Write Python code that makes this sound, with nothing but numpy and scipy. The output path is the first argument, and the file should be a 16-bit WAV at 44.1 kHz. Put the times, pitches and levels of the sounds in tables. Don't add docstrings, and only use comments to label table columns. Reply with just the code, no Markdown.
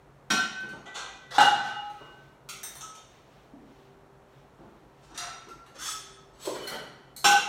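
import sys
import numpy as np
from scipy import signal
from scipy.fft import rfft, irfft, next_fast_len
from scipy.io import wavfile
from scipy.ndimage import uniform_filter1d

SR = 44100
rng = np.random.default_rng(int(sys.argv[2]) if len(sys.argv) > 2 else 0)


def unload_wav(signal):
    wavfile.write(
        sys.argv[1],
        SR,
        np.round(np.clip(np.atleast_2d(signal).T, -1, 1) * 32767).astype(np.int16),
    )


def boost_factor(decibels):
    exponent = np.asarray(decibels, float) / 20
    return 10 ** exponent


N = 329868
SIZE = 65536

# contacts (time [s], peak level [dB], contact length [s], treble share [dB]),
#   iron modes (frequency [Hz], level [dB], t60 [s]),
#   clatter spectrum (frequency [Hz], density [dB per Hz]),
#   level of ring over clatter [dB]
FIRST_KNOCK = ([(0.3025, -15.5, 0.012, -18)], [(2120, -21.0, 0.33), (2510, -8.5, .1), (2930, -14, 0.1),
                (3620, -14.5, 0.46), (4200, -4, 0.1), (4370, -35, 5.0), (5700, 4.5, 0.58),
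                (6150, -5.0, 0.25), (8140, -34, 0.5)] + [(755, -10, 0.084), (1432, -15, 0.11)], [(59, -32),
                (100, -29.5), (229, -10), (406, -18.5), (691, -11.5), (1480, -17), (1680, -16.5),
                (4670, -18), (5650, -17), (16000, -41)], -3.5)
JIGGLE = ([(0.858, -37.5, 0.0092, -27.5), (0.942, -28.5, 0.041, -16.5), (0.9744, -33.5, 0.04, -19)],
           [(784, -10, 0.68), (1420, -15.5, 0.45), (2000, -13.5, 5.0), (2420, 0.5, 0.061), (3597, -14, 2.1),
           (4240, -12.5, 0.39), (6300, -19, 0.498), (7850, -20, 0.34)], [(180, -43), (300, -10.5),
           (624, -7.5), (842, -0.5), (1210, -8.5), (1510, 1.5), (1780, -18), (3580, -7), (4990, -20),
           (6410, -12), (16000, -54)], -9.5)
LIFT = ([(1.307, -32, 0.02, -8.5), (1.3374, -25.5, 0.035, -9.5)], [(1968, -11.5, 5.0), (6920, -9, 5.0),
         (8027, -24.5, 5.0)], [(290, -42), (500, -11.5), (1510, -8.5), (2430, -27), (3750, -11),
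         (5310, -17), (16000, -43)], -10.5)
SLAM = ([(1.383, -8, 0.0027, -22), (1.405, -15, 0.0071, -14.5)] + [(1.64, -28.5, 0.039, -24)],
         [(3285, -24.5, 0.49), (3566, -1.0, 0.29), (4030, -21.0, 1.1), (4000, 3.5, 0.16),
         (4400, -21.5, 1.05), (5290, -38.5, 5.0), (6650, -15.5, 0.36),
         (8000, -20, 0.48)] + [(695, -10.5, 0.085), (790.5, 8.5, 0.2), (848, 2.5, 0.29), (1950, -14, 0.11),
         (2330, -20.0, .2)], [(59, -56), (110, -28.5), (280, -27), (634, -25.5), (818, -5.5), (1010, -23),
         (1500, -17), (1700, -25.5), (2170, -32), (2860, -22.5), (3050, -25), (6150, -31), (16000, -55)], -6)
CLIP_ON = ([(2.4897, -31, 0.004, -12)], [(2318, -8, 0.045), (2184, -18, 0.032), (3770, -15, 0.029),
            (4600, -5.5, 0.025), (6550, -4, 0.03), (6626, -4, 0.13), (8260, -4, 0.2), (9280, -5, 0.26)],
            [(350, -48), (600, -22), (1400, -8), (1750, -19.5), (2270, -9), (2720, -11.5), (6550, -15.5),
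            (16000, -21.5)], -6)
COLLAR = ([(2.6334, -28, 0.0019, -7), (2.7544, -37.5, 0.0027, -12)], [(3620, -16, 0.033), (6260, -20, 0.67),
           (6200, -13, 0.04), (8100, -20, 5.0), (8390, -5, 0.16), (8950, -15, 0.41), (8900, -22, 0.98),
           (10700, -14, 0.5)], [(350, -33.5), (600, -26), (698, -6.5), (2830, -14.5), (3730, -9.5),
           (8270, -12), (16000, -12.5)], -7)
SETTLE = ([(2.81, -34.5, 0.0028, -8), (2.9502, -44, 0.0048, -13)], [(6050, -9, .03), (6430, -5, 0.08),
           (6700, -6, 0.08), (3590, -10, 0.1), (8100, -2, 0.1)], [(350, -29), (600, -17), (1210, -15),
           (1310, -10), (1850, -25), (3250, -14), (4980, -21), (6000, -12.5), (6600, -11.5), (7300, -18.5),
           (16000, -36)], -7.5)
GRIP = ([(5.02, -52, 0.043, -11), (5.09, -49.5, 0.048, -15), (5.143, -37.5, 0.038, -13.5),
         (5.177, -26, 0.0032, -7), (5.2, -31, 0.072, -24)], [(710, -12, 0.063), (1334, -8, 0.1),
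         (1560, -9, 0.048), (2650, -13, 0.14), (3703, 9, 0.025), (4870, 7, 0.033), (5816, 9, 0.028),
         (6250, -11, .1), (6630, -2, .05)], [(290, -20.5), (621, -20), (708, -3.5), (843, -11), (1380, -6),
         (2040, -13.5), (3650, -14), (6700, -14.5), (7400, -16), (16000, -43.5)], -1.66)
SLIDE = ([(5.745, -43, 0.046, -29.5), (5.782, -32, 0.072, -17), (5.81, -31, 0.055, -12),
          (5.85, -26.5, 0.031, -14), (5.885, -34, 0.032, -3.5)], [(3480, -4, 0.1), (5340, 3.5, 0.05),
          (6320, 7.5, 0.05), (1667, -29, 0.037), (7872, -8, 0.05), (8763, -2, 0.05), (9600, -8, 0.2)],
          [(290, -47), (500, -27), (893, -13), (1280, -4.5), (1460, -9.5), (2730, -16), (3390, -3),
          (3750, -13.5), (6330, -6.5), (16000, -27.5)], -7.5)
TIP = ([(6.33, -54, 0.088, -19.5), (6.385, -41, 0.1, -13), (6.41, -38.5, 0.096, -3.5),
        (6.45, -31, 0.015, -8.5)], [(6360, -7, .05), (7880, -2, .05), (4300, -25, .05)], [(590, -16),
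        (1000, -0.5), (1940, -9.5), (2620, -7.5), (4410, -2), (4900, -7), (7620, -8.5), (16000, -20.5)],
        -9.5)
ROLL = ([(6.545, -31.5, 0.017, -25), (6.61, -35, 0.081, -16), (6.674, -30.5, 0.0077, -6.5),
         (6.71, -29, 0.039, -31), (6.79, -43.5, 0.094, -36)], [(1960, -22.5, 0.32), (3000, -12, 0.244),
         (2320, -20, 0.069), (5640, -8, 0.2), (6580, -7, 0.48), (9750, 0, 0.08), (11800, 3, 0.16)],
         [(120, -15), (200, 1.5), (836, -0.5), (986, -5.5), (1350, 1), (2700, -14.5), (3070, -3.5),
         (3760, -12.5), (4270, -5), (5130, -15.5), (16000, -26)], -11)
RACK = ([(7.2435, -10.5, 0.0082, -26.5), (7.257, -21, 0.032, -13.5)], [(2230, -19.0, 1.2), (2350, -33, 1.7),
         (3095, -7.5, 5.0), (3450, -10, 1.0), (3590, -18, 0.23), (4330, -1, 0.032)] + [(5827, 6.5, 0.044),
         (6660, 1, .05), (7380, 1.5, .05)], [(76, -33), (150, -22.5), (532, -14), (638, -24), (829, -10),
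         (1080, -22), (1490, -11), (1780, -24.5), (2950, -12), (4980, -19.5), (5700, -8.5), (6870, -20),
         (16000, -33)], -8)
FLOOR_DROP = ([(6.449, -36.5, 0.0032, -14), (6.472, -20.5, 0.0042, 1), (6.509, -47, 0.0054, -2)], [],
               [(71, -63), (120, -26), (221, -28), (380, -1.5), (480, -3.5), (693, -5.5), (1040, -16),
               (5500, -120)], 0.1)
STEPS = ([(0.629, -36.5, 0.022, -18), (0.721, -38, 0.031, 5.5), (2.005, -38.5, 0.014, 5),
          (2.06, -50, 0.036, -6), (4.578, -41.5, 0.031, -26.5), (4.629, -44, 0.02, -14.5),
          (5.099, -43, 0.028, -3.5), (5.469, -42, 0.0099, 6), (5.749, -44, 0.011, -13.5)], [], [(65, -36),
          (110, -13), (178, -5.5), (404, -3), (654, -12), (878, -12.5), (1500, -16.5), (1950, -78),
          (3300, -120)], 0.1)
BENCH = ([(3.534, -38.5, 0.0056, 0), (3.575, -51, .006, 0), (3.617, -50, 0.0065, 0),
          (3.655, -49, 0.0051, 0), (3.69, -54.5, 0.0094, 0.0012)], [(281, 0, 0.0433)], [(100, -23),
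          (200, -5), (290, -5), (450, -16), (700, -16), (1500, -61)], 0.1)
TICK = ([(0.5994, -53.5, 0.004, -5), (0.6894, -45, 0.0046, 8), (1.8994, -52, 0.0019, 9),
         (5.4884, -46.5, 0.0021, 2), (5.6624, -49, 0.0048, 7), (7.165, -33.5, 0.0034, -45)],
         [(6400, -1, 0.5), (8160, 0, 0.37)], [(590, -42), (1000, -16.5), (1110, -1.5), (3620, -9),
         (4260, -0.5), (4960, -6), (6700, -7.5), (12100, -11.5), (16000, -24.5)], -8.5)

BIG, BIG_1B, BIG_1C, BIG_2, BIG_2B, BIG_3, BIG_3B = 829, 787, 880, 1525, 1511, 2870, 2840
BIG_4, BIG_5, BIG_6 = 4055, 2304, 3575
BAR, BAR_2, BAR_3, BAR_4, BAR_5, BAR_6, BAR_7 = 1968, 2460, 3036, 4205, 2550, 2218, 4330
SMALL, SMALL_2, SMALL_3 = 1289, 1362, 1371
SPRING, SPRING_2, SPRING_3, SPRING_4, SPRING_5, SPRING_6 = 2277, 3720, 8318, 8547, 3176, 4565
SPRING_7, SPRING_8, SPRING_9, SPRING_10, SPRING_11 = 6040, 6288, 6578, 7117, 7962
THIN, THIN_2, THIN_2B, THIN_3, THIN_3B = 2579, 3373, 3421, 5340, 5418
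THIN_4, THIN_5, THIN_6 = 6500, 7872, 8763
RIM, RIM_2, RIM_3, SEATED, SEATED_3 = 5400, 5830, 7384, 814, 3072

# (frequency [Hz], level [dB], t60 [s], beat period [s], first beat dip after the strike [s])
EARLY_RINGS = [
    (0.303, [(BIG_2, -34, 2.9, 0.29, 0.22), (SMALL_3, -37, 1, 0.42, 0.32), (BAR_3, -45.5, 1.1, 0.12, .13), (BAR_5, -44.5, 1, 0.23, 0.21), (BAR_6, -47, 0.93, 0.17, .1), (BAR_7, -46, 0.39, 0.12, .15), (BIG_6, -56.5, 1.1, .25, .1)]),
    (0.69, [(THIN_4, -67, 0.68, 0.16, 0.18)]),
    (0.86, [(BAR, -54.5, 2.6, 0.2, 0.15)]),
    (0.96, [(BAR_2, -58.5, 1.4, .2, .1), (BIG_6, -56.5, 0.98, 0.17, .08), (BAR_7, -52, 0.48, 0.23, .1)]),
    (1.382, [(BIG, -21.5, 1.7, 0.36, 0.23), (BIG_1B, -28, 0.7, 1, 0.15), (BIG_1C, -33.5, 0.71, 0.64, 0.15), (BAR, -43, 1.8, 0.3, 0.19), (BIG_2B, -32.5, 0.73, 0.41, 0.3), (BIG_2, -29, 1.95, 0.69, 0.55), (BAR_2, -49, 1.8, 0.34, 0.12), (BIG_3, -28.5, 1.64, .3, 0.27), (BIG_3B, -38.5, 0.86, 1.8, .8), (BIG_4, -40.5, 0.9, 0.25, 0.14), (SMALL, -33.5, 2.2, 0.57, 0.2), (BIG_5, -52.5, 1.5, .3, .1), (BIG_6, -46.5, 1.1, 0.34, .2)]),
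    (1.55, [(SEATED, -33, 0.99, 0.169, .001)]),
    (1.7, [(BIG, -36, 1.7, 0.29, 0.01)]),
]
LATE_RINGS = [(2.491, [(SPRING, -62, 0.79, .3, 0.087), (SPRING_2, -59.5, .4, 0.27, .15),
              (SPRING_6, -53, .25, 0.19, 0.087), (SPRING_8, -63, .4, 0.13, 0.042),
              (SPRING_9, -63, .3, .15, 0.09), (SPRING_10, -55, .35, .2, .1)]),
              (2.634, [(SPRING_2, -51, 0.45, 0.1, 0.12), (SPRING_7, -60, 0.76, .15, 0.061),
              (SPRING_11, -63, .35, .2, .1), (THIN_3B, -67, .6, .2, .1), (SPRING_3, -49, 0.37, .3, 0.13),
              (SPRING_4, -49, 0.33, .3, .15)]), (2.821, [(SMALL, -44, 0.62, 0.27, 0.001)]),
              (2.811, [(SPRING_9, -60, .6, .15, 0.074), (THIN_3B, -67, .5, .2, 0.091),
              (SPRING_5, -64, .4, .3, .15), (SPRING_3, -57, 0.6, .3, 0.21)]),
              (2.95, [(SPRING_5, -56.5, 0.32, 0.31, 0.29)]), (5.18, [(SMALL_2, -52.5, 0.64, 0.094, .11),
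              (SPRING_2, -52, 0.7, .12, 0.086)]), (5.492, [(SMALL_2, -49.5, 0.87, 0.097, 0.09)]),
              (5.79, [(THIN_3B, -53, .9, .2, .01)]), (5.815, [(THIN_2, -52, 1, 0.27, 0.22),
              (THIN_2B, -46, 0.66, 0.23, 0.24)]), (5.885, [(SMALL, -43.5, 0.9, 0.12, 0.15)]),
              (5.849, [(THIN, -54.5, .8, 0.24, 0.22), (THIN_3, -49, .5, .3, .15),
              (THIN_3B, -50, 0.66, 0.28, 0.23), (THIN_4, -52, 0.72, .9, .5)]),
              (5.885, [(THIN_5, -46, 0.46, 0.27, 0.17), (THIN_6, -48, 0.57, .12, 0.084)]),
              (6.67, [(BAR, -57, 2, 0.82, 0.35), (BAR_4, -44, 0.45, 0.16, .07), (BAR_3, -53, 1, 0.32, 0.27),
              (SMALL_3, -53.5, 1.26, 0.34, .01), (BIG_2, -49, 0.95, 0.195, 0.643)]),
              (7.25, [(SEATED, -22.5, 4, 0.46, 0.38), (BIG_2, -23.5, 3.7, 0.58, 0.45),
              (RIM, -27, 0.17, .3, 0.1), (RIM_2, -32, 0.28, 0.37, 0.11), (RIM_3, -41, 0.45, 0.28, .15),
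              (SEATED_3, -43, 1.2, 0.046, 0.03)]), (7.445, [(BIG, -32.5, 3, 0.17, .001)])]
# (time [s], rate [dB per s], total [dB], highest partial [Hz])
GRABS = [(0.68, 90, 10, 1600), (1.485, 300, 8.5, 3000), (1.486, 298.5, 3.5, 1000), (1.92, 109, 13.5, 1000),
         (2.2, 68, 30, 3000), (7.365, 413, 24, 1600)]
# (time [s], length [s], from [Hz], to [Hz], level [dB])
SQUEALS = [
    (5.777, 0.0835, 1337, 1720, -49),
    (5.852, 0.048, 1080, 1260, -55),
]
# (middle time [s], level [dB], half length [s])
SHUFFLE = [(1.976, -62.5, 0.24), (2.272, -72.5, 0.095), (3.152, -65.5, 0.071), (3.363, -66, 0.14),
           (3.79, -67, 0.16), (4.366, -70, 0.087), (4.703, -72.5, 0.23), (5.04, -69.5, 0.086)]
# (frequency [Hz], density [dB per Hz])
RUSTLE = [(800, -120), (1500, -1), (3000, 1.5), (6000, -7.5), (12000, -24.5), (16000, -13)]
# (frequency [Hz], density [dB per Hz])
AIR = [(21, -38.5), (35, -7.5), (133, -2.5), (334, -3), (819, -4.5), (1400, -11), (2870, -23.5),
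       (9100, -34.5), (16000, -40.5)]
# (frequency [Hz], width [Hz], level [dB])
HUM = [(136.3, 17, -64), (392, 2.5, -66.5), (50.7, 18, -68.5)]
# (frequency [Hz], t60 [s])
ROOM = [(100, 1), (500, 0.68), (2000, 1), (6000, 0.72), (12000, 0.44), (16000, 0.348)]
# (frequency [Hz], width [Hz], level [dB])
MIC = [(4880, 207, -8), (15900, 900, -4.5), (10470, 430, -3.5)]


def unit(x):
    return x / np.sqrt(np.mean(x ** 2) + 1e-20)


def along(points, hz):
    f, v = np.transpose(points)
    return np.interp(np.log(hz + 1), np.log(f + 1), v)


def coloured(gain):
    m = next_fast_len(N + 8192)
    spectrum = rfft(rng.standard_normal(m)) * gain(np.fft.rfftfreq(m, 1 / SR))
    return unit(irfft(spectrum, m)[:N])


def causal(curve):
    gain = boost_factor(along(curve, np.fft.rfftfreq(SIZE, 1 / SR)))
    cepstrum = irfft(np.log(gain + 1e-6))
    cepstrum[1:SIZE // 2] *= 2
    cepstrum[SIZE // 2 + 1:] = 0
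    return unit(irfft(np.exp(rfft(cepstrum)))) / np.sqrt(SIZE)


def contacts(hits, modes, clatter, ring_db):
    out = np.zeros(N + SIZE)
    t = np.arange(SIZE // 4) / SR
    f = np.fft.rfftfreq(SIZE, 1 / SR)
    body = rfft(causal(clatter))
    usual_db = np.mean([hit[3] for hit in hits])
    for s, db, length, treble_db in hits:
        u = t / np.clip(length, 0.001, 0.09)
        uneven = boost_factor(4.54 * rng.standard_normal(len(u)))
        burst = u * np.exp(-3 * u) * rng.standard_normal(len(u)) * uneven
        burst /= np.linalg.norm(burst)
        ring = iron_ring(modes, t) * (1 - np.exp(-u ** 2))
        ring /= np.linalg.norm(ring) + 1e-9
        dry = rfft(burst, SIZE) * body + boost_factor(ring_db) * rfft(ring, SIZE)
        tilt = np.clip(treble_db - usual_db, -12, 12) / 14
        hardness = (1j * (f + 1000) / 3000) ** tilt
        wet = irfft(dry * hardness * rfft(room(), SIZE))
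        loudest = np.sqrt(uniform_filter1d(wet ** 2, size=600).max())
        out[round(s * SR) - 60:][:SIZE] += boost_factor(db - 8) * wet / loudest
    return out[:N]


def iron_ring(modes, t):
    ring = np.zeros(len(t))
    for hz, mode_db, t60 in modes:
        level_db = mode_db + rng.normal(0, 2.8)
        fade = boost_factor(level_db - 60 * t / np.clip(t60, 0.02, 190 / hz))
        ring += fade * np.sin(2 * np.pi * hz * t)
    return ring


def room():
    hz, t, z = signal.stft(rng.standard_normal(SR), SR, nperseg=256)
    fade = boost_factor(-60 * t / along(ROOM, hz)[:, None])
    tail = signal.istft(z * fade, SR, nperseg=256)[1][:SR]
    t = np.arange(SR) / SR
    tail *= (1 - np.exp(-t / 0.00065)) * (1 + 0.5 * np.exp(-t / 0.17))
    tail /= np.linalg.norm(tail)
    tail[0] = boost_factor(-11)
    return tail


def ticks():
    hits, modes, clatter, ring_db = TICK
    bright = [(s, db, length, -body_db) for s, db, length, body_db in hits]
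    return contacts(bright, modes, clatter, ring_db)


def hand_damping(s, u, hz):
    loss = 0
    for held, rate_db, most_db, top_hz in GRABS:
        if s < held and hz < top_hz:
            loss = loss + np.clip(rate_db * (s + u - held), 0, most_db)
    return loss


def free_ringing():
    ring_s, build_s = 1.3, 0.0013
    partner = 0.75
    flutter_db = 3
    out = np.zeros(N + 2 * SR)
    u = np.arange(round(ring_s * SR)) / SR
    for s, partials in EARLY_RINGS + LATE_RINGS:
        for hz, db, t60, beat_s, dip_s in partials:
            drift = np.interp(u * 40, np.arange(90), rng.standard_normal(90))
            flutter = np.interp(u * 40, np.arange(90), rng.standard_normal(90))
            beat = np.cos(2 * np.pi * (u - dip_s) / beat_s)
            pair = np.sqrt(1 + partner ** 2 - 2 * partner * beat)
            fade = boost_factor(db - 60 * u / t60 - hand_damping(s, u, hz) + flutter_db * flutter)
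            fade *= 1 - np.exp(-u / build_s)
            tone = np.sqrt(2) * np.sin(2 * np.pi * hz * u + 0.59 * drift)
            out[round(s * SR):][:len(u)] += fade * pair * tone
    return out[:N]


def squeals():
    out, t = np.zeros(N), np.arange(N) / SR
    for s, length, from_hz, to_hz, db in SQUEALS:
        u = np.clip((t - s) / length, 0, 1)
        shake = np.interp(u, np.linspace(0, 1, 9), rng.standard_normal(9))
        hz = (from_hz + (to_hz - from_hz) * u) * (1 + 0.0081 * shake)
        swell = boost_factor(db + 3.4 * shake) * np.sin(np.pi * u)
        out += swell * np.sqrt(2) * np.sin(2 * np.pi * np.cumsum(hz) / SR)
    return out


def shuffle():
    t = np.arange(N) / SR
    moves = sum(boost_factor(db) * np.exp(-((t - s) / half) ** 2) for s, db, half in SHUFFLE)
    return moves * coloured(lambda hz: boost_factor(along(RUSTLE, hz)))


def ventilation():
    out = boost_factor(-57.5) * coloured(lambda f: boost_factor(along(AIR, f)))
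    for hz, width, db in HUM:
        out += boost_factor(db) * coloured(lambda f: 1 / (1 + ((f - hz) / width * 2) ** 2))
    return out


def scene():
    iron = FIRST_KNOCK, JIGGLE, LIFT, SLAM, CLIP_ON, COLLAR, SETTLE, GRIP, SLIDE, TIP, ROLL, RACK
    floor = FLOOR_DROP, STEPS, BENCH
    knocks = sum(contacts(*part) for part in iron + floor)
    mix = knocks + ticks() + free_ringing() + squeals() + shuffle() + ventilation()
    return mix[None]


def top_cut(x):
    return signal.sosfilt(signal.butter(12, 16540, fs=SR, output="sos"), x)


def record(dry):
    m = next_fast_len(N + 8192)
    f = np.fft.rfftfreq(m, 1 / SR)
    dips_db = sum(db / (1 + ((f - hz) / width * 2) ** 2) for hz, width, db in MIC)
    colour = boost_factor(dips_db) * (f < 16050)
    x = irfft(rfft(dry, m) * colour, m)[:, :N]
    x = x / (1 + np.abs(x / 0.56) ** 5) ** (1 / 5)
    return top_cut(x)


dry = scene()
out = record(dry)
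unload_wav(out)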